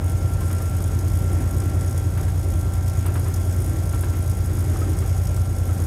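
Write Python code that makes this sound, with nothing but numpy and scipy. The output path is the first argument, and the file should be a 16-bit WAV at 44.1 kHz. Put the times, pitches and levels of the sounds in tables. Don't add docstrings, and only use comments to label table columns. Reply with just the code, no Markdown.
import sys
import numpy as np
from scipy import signal
from scipy.fft import rfft, irfft
from scipy.io import wavfile
from scipy.ndimage import uniform_filter1d

SR = 44100
rng = np.random.default_rng(int(sys.argv[2]) if len(sys.argv) > 2 else 0)


def to_linear_factor(level_db):
    exponent = np.asarray(level_db, float) / 20
    return 10 ** exponent


def transcribe(signal):
    frames = np.atleast_2d(signal).T
    limited = np.clip(frames, -1, 1)
    pcm = np.round(limited * 32767).astype(np.int16)
    wavfile.write(sys.argv[1], SR, pcm)


N = 258426
T = np.arange(N) / SR
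HZ = np.fft.rfftfreq(N, 1 / SR)
CRANK_HZ = 9.8811

THROB_DB = [-60, -44, -35.3, -33.8, -40.6, -31, -22.4, -38.2, -32.8, -64, -53, -49.5, -39, -52, -53, -56,
            -53, -52]
# (frequency [Hz], level of one order [dB rms])
CLATTER_COLOUR = [(200, -68.5), (350, -62), (450, -68), (600, -68), (800, -69), (1100, -79.5), (1600, -102)]
FLOOR_ORDERS = (3, 4, 6, 7, 16, 18, 20)
DOOR_ORDERS = (4, 5, 15)

# (multiple of its tone), (level [dB rms])
ALTERNATOR_MULTIPLES = (1, 2, 3, 5, 13, 16, 17, 18)
ALTERNATOR_DB = [-35.6, -34, -48.8, -53, -57, -62, -66, -64]
# (teeth met [per crank turn]), (level [dB rms])
GEAR_TEETH = (30, 39, 78, 79, 80, 81, 83, 113, 158, 218, 334)
GEAR_DB = [-53, -52.5, -63, -54, -62, -66, -64, -68, -59, -63, -70]
# (time [s], level [dB])
BLOWER_LOAD = [(0, -48.5), (.5, -46.5), (.9, -49.5), (1.75, -47.5), (2.2, -54), (2.75, -48.5), (3.6, -51.5),
               (4.3, -49), (4.85, -54.5), (5.25, -50.5), (5.86, -51)]

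# (frequency [Hz], level [dB per Hz])
JINGLE_COLOUR = [(2000, -9), (3000, -8.5), (3400, -2.5), (4100, -11.5), (5350, -4), (6050, -4), (6700, 3),
                 (7500, -5.5), (9600, -0.5), (10550, -5), (11500, -3), (13200, -4.5), (14000, -8),
                 (15700, -12)]
# (frequency [Hz], width [Hz], level [dB])
FITTING_RINGS = [(5270, 1100, -7.5), (6680, 140, 0), (7950, 530, -3), (9540, 300, -0.5), (11350, 3100, -10)]
# (time [s], level [dB])
SHAKING = [(0.0, -46.5), (0.11, -45), (0.33, -45), (1.29, -44.5), (2.07, -46), (3.05, -45.5), (3.46, -43.5),
           (4.18, -44.5), (5.11, -44), (5.58, -46), (5.86, -43)]
# (time [s], peak [dB], lower rings relative to it [dB])
FITTING_HITS = [(0.041, -27.5, -19), (0.4071, -28, -13), (0.4788, -27.5, -13), (0.528, -25.5, -13),
                (0.6197, -28, -12), (0.9892, -29, -9), (1.0803, -29.5, -9), (1.509, -25.5, -14),
                (1.6003, -25, -9.5), (1.8083, -28.5, -8), (1.8941, -28, -16), (1.9765, -26, -12),
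                (2.7357, -26, -11), (2.8792, -26.5, -12), (2.9895, -31, -9), (3.0612, -25, -15),
                (3.1403, -28, -13), (3.2799, -28, -17), (3.3398, -24, -12), (3.6007, -28, -18),
                (3.6603, -29, -15), (3.926, -26, -17), (4.0082, -25, -18), (4.2594, -32, -10),
                (4.4573, -25.5, -18), (4.6048, -27, -14), (4.789, -30, -19), (4.9871, -26, -13),
                (5.2347, -31, -12), (5.838, -29, -13)]

# (time [s], peak [dB], ring [Hz], ring relative to peak [dB], thud [dB])
WHEEL_KNOCKS = [(0.409, -32, 1043, -7, -37), (0.5003, -33, 934, -13, -40), (0.6, -36, 1220, -2, -46),
                (1.29, -34, 1150, -16, -29), (1.3994, -38, 1320, -10, -36), (2.171, -27, 1190, -9, -39),
                (2.2794, -34, 1166, -10, -44), (3.051, -26.5, 950, -6, -27), (3.153, -28.5, 1070, -9, -24),
                (3.256, -32, 1020, -4, -40), (3.9296, -28.5, 1352, -3.5, -23),
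                (4.0329, -29.5, 990, -3, -22), (4.132, -33.5, 1315, -8, -31),
                (4.8146, -29.5, 1286, 4, -18.5), (4.9194, -36, 1010, -10, -40),
                (5.019, -34.5, 1000, -11, -31), (5.688, -30, 1304, -2, -19), (5.7894, -37, 1130, -12, -22)]
# (time [s], peak [dB])
BODY_TICKS = [
    (0.806, -35),
    (1.6194, -38),
    (2.9647, -36),
    (3.603, -36),
    (4.5803, -33),
    (4.6259, -33),
    (4.761, -26),
    (5.376, -32),
]

# (frequency [Hz], level [dB per Hz])
ROAR_COLOUR = [(15, -77), (30, -70), (44, -52), (90, -51), (130, -53), (200, -61), (340, -60), (450, -68.5),
               (600, -67), (900, -79), (1350, -79), (2000, -81.5), (2800, -88.5), (4200, -93.5)]
# (time [s], level [dB])
RAIL_ROUGHNESS = [(0.0, -36.5), (0.29, -37), (1.19, -36.5), (1.31, -35), (1.84, -36.5), (2.1, -36.5),
                  (2.84, -37.5), (3.2, -37), (3.53, -36.5), (3.88, -37), (4.49, -37.5), (4.78, -35.5),
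                  (5.26, -37.5), (5.86, -37)]


def unit(x):
    return x / np.sqrt(np.mean(x ** 2))


def shape(x, gain):
    return irfft(rfft(x) * gain, N)


def noise():
    return rng.standard_normal(N)


def colour(points, hz=HZ + 1):
    at, db = np.transpose(points)
    return to_linear_factor(np.interp(np.log(hz), np.log(at), db, left=-200))


def bell(hz, width_hz):
    return 1 / np.sqrt(1 + (2 * (HZ - hz) / width_hz) ** 2)


def walk(rate):
    hold = int(SR / rate)
    steps = np.repeat(rng.standard_normal(N // hold + 1), hold)
    return unit(uniform_filter1d(uniform_filter1d(steps, hold), hold)[:N])


def curve(table):
    at, level = np.transpose(table)
    return np.interp(T, at, level)


def tone(angle, db, sway_db, slip, rate):
    level = np.sqrt(2) * to_linear_factor(db + sway_db * walk(rate))
    return level * np.cos(angle + slip * walk(rate))


def bursts(times, db, t60, rise):
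    power = np.zeros(N)
    at = np.clip((np.asarray(times) * SR).astype(int), 0, N - 1)
    np.add.at(power, at, to_linear_factor(db) ** 2)
    power = signal.lfilter([1], [1, -np.exp(-2 * np.log(1000) / (t60 * SR))], power)
    soft = np.exp(-1 / (rise * SR))
    return np.sqrt(signal.lfilter([1 - soft], [1, -soft], power))


def add(out, s, blow):
    start = int(s * SR)
    out[start:start + len(blow)] += blow


def engine():
    wall_lag, floor_lead, door_lead = -2.64, 2.6, .85
    turn = 2 * np.pi * CRANK_HZ * T
    throb = np.zeros(N)
    for k, db in enumerate(THROB_DB, start=3):
        path = wall_lag + floor_lead * (k in FLOOR_ORDERS) + door_lead * (k in DOOR_ORDERS)
        throb += tone(k * (turn + np.pi) + path, db, .4, .05, 4)

    orders = np.arange(21, 160)
    one_turn = np.arange(4096) / 4096
    chance = to_linear_factor(2.5 * rng.standard_normal(len(orders)))
    size = np.sqrt(2) * colour(CLATTER_COLOUR, orders * CRANK_HZ) * chance
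    phase = rng.random((len(orders), 1))
    pattern = size @ np.cos(2 * np.pi * (orders[:, None] * one_turn + phase))
    place = CRANK_HZ * T + 0.0016 * walk(3.035)
    return throb + np.interp(place % 1, one_turn, pattern, period=1)


def whines():
    alternator_hz, motor_hz, blower_teeth = 58.54, 92.82, 138
    turn = 2 * np.pi * T
    out = tone(turn * blower_teeth * CRANK_HZ, curve(BLOWER_LOAD), 0.93, 0.36, 14)
    out += tone(turn * motor_hz, -45.5, 1.9, 0.17, 3.3)
    for k, db in zip(ALTERNATOR_MULTIPLES, ALTERNATOR_DB):
        out += tone(turn * k * alternator_hz - .6, db, .3 + .15 * k, .06 * k, 8)
    for k, db in zip(GEAR_TEETH, GEAR_DB):
        out += tone(turn * k * CRANK_HZ, db, 1.5, .1 + 3e-5 * k ** 2, 18)
    return out


def rattle(shake_db):
    beat_s = 1 / (5.55 * CRANK_HZ)
    wheel_hz, wheel_lag, wheel_db = 2.92, 3.0, 1.5
    hits = np.transpose(FITTING_HITS) + np.array([[0], [3], [0]])
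    rebounds = hits + np.array([[beat_s], [-10], [0]])
    marks = np.concatenate([[0], hits[0], [T[-1]]])
    count = np.cumsum(np.append(0, np.round(np.diff(marks) / beat_s)))
    s = np.interp(np.setdiff1d(np.arange(count[-1]), count), count, marks)

    chance = rng.random((400, 3))[:len(s)].T
    db = shake_db[(s * SR).astype(int)] + 18 - 9 * chance[0]
    db += wheel_db * np.cos(2 * np.pi * wheel_hz * s - wheel_lag)
    s = s + .002 * (2 * chance[1] - 1)
    low_db = -12 + 6.6 * (chance[2] - .5)
    return np.hstack([[s, db, low_db], hits, rebounds])


def fittings():
    out, colours = np.zeros(N), colour(JINGLE_COLOUR)
    small_s = rng.random(900) * N / SR
    shake_db = curve(SHAKING)
    s, hit_db, low_db = rattle(shake_db)
    small_db = shake_db[(small_s * SR).astype(int)] + 6.8 * rng.random(len(small_s))

    # gain, centre (Hz), time to die away (s)
    parts = []
    for hz in range(2500, 16000, 1000):
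        band = np.cos(np.pi * np.clip((HZ - hz) / 2000, -.5, .5))
        parts.append((colours * band, hz, .019))
    for hz, width, db in FITTING_RINGS:
        parts.append((to_linear_factor(db + 2.5) * bell(hz, width) ** 2, hz, .04))
    scale = to_linear_factor(0.67) / np.sqrt(np.mean(colours ** 2))

    for gain, hz, t60 in parts:
        reach_db = -6.0 * (hz > 13600) - 2.9 * (hz < 4800)
        big = hit_db + (hz < 8500) * (low_db + 8) - 2.0 - 14.4 * rng.random(len(s))
        small = small_db - 10.5 * rng.random(len(small_s))
        blows = bursts(np.append(s, small_s), np.append(big, small) + reach_db, t60, .002)
        hiss = to_linear_factor(shake_db - 6)
        out += np.sqrt(hiss ** 2 + blows ** 2) * shape(noise(), scale * gain)
    return out


def track():
    out, t = np.zeros(N + SR), T[:SR // 4]
    resonances = bell(1100, 1700) ** 2 + to_linear_factor(-19) * bell(2800, 2500) ** 2
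    steel = shape(noise(), resonances * np.clip(HZ / 400, 0, 1) ** 2)
    steel = np.resize(unit(steel) * to_linear_factor(2.2 * walk(140)), N + SR)
    tail = to_linear_factor(-5.5) * np.exp(-np.log(1000) * t / 0.27) + to_linear_factor(-11) * np.exp(-t / .006)
    onset = 1 - np.exp(-t / .002)
    for s, db, ring_hz, ring_db, _ in WHEEL_KNOCKS:
        crack = steel[int(s * SR):][:len(t)] * tail * onset * to_linear_factor(1 - .1 * (ring_db + 8))
        swell = t / 0.0095 * np.exp(1 - t / 0.0081)
        ring = to_linear_factor(ring_db) * np.sin(2 * np.pi * ring_hz * t) * swell
        add(out, s, to_linear_factor(db - 6.0) * (crack + ring))

    push = t / 0.00096
    tick = np.sin(2 * np.pi * 1230 * t) * push ** 2 * np.exp(2 - 2 * push)
    for s, db in BODY_TICKS:
        add(out, s, to_linear_factor(db) * tick)

    s, thud_db = np.transpose(WHEEL_KNOCKS)[[0, 4]]
    floor = unit(shape(noise(), bell(310, 130) ** 2))
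    return out[:N] + bursts(s, thud_db - 9.0, 0.13, .007) * floor


def roar():
    out, shared = np.zeros(N), walk(22.03)
    rail = curve(RAIL_ROUGHNESS)
    swell = rail - np.mean(rail)
    boom = 3.9 * swell + 1.63 * walk(14)
    pump = .8 * np.cos(2 * np.pi * (CRANK_HZ * T - .25))
    for hz in 15.5 * 2 ** np.arange(0, 9.1, .5):
        octaves = np.log2((HZ + 1) / hz)
        band = np.cos(np.pi * np.clip(octaves, -.5, .5)) * colour(ROAR_COLOUR)
        slow = boom if 230 < hz < 420 else swell
        flicker = 0.9 * slow + 0.52 * shared + walk(12) + pump * (hz < 1300)
        db = np.clip(hz / 400, 0, 1) * flicker
        out += to_linear_factor(db) * shape(noise(), band * np.sqrt(SR / 2))
    return out


def scene():
    return (engine() + whines() + fittings() + track() + roar())[None]


def top_cut(x):
    return signal.sosfilt(signal.butter(12, 15730, fs=SR, output="sos"), x)


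def record(dry):
    mix = shape(dry, HZ < 15800)
    return top_cut(mix)


dry = scene()
out = record(dry)
transcribe(out)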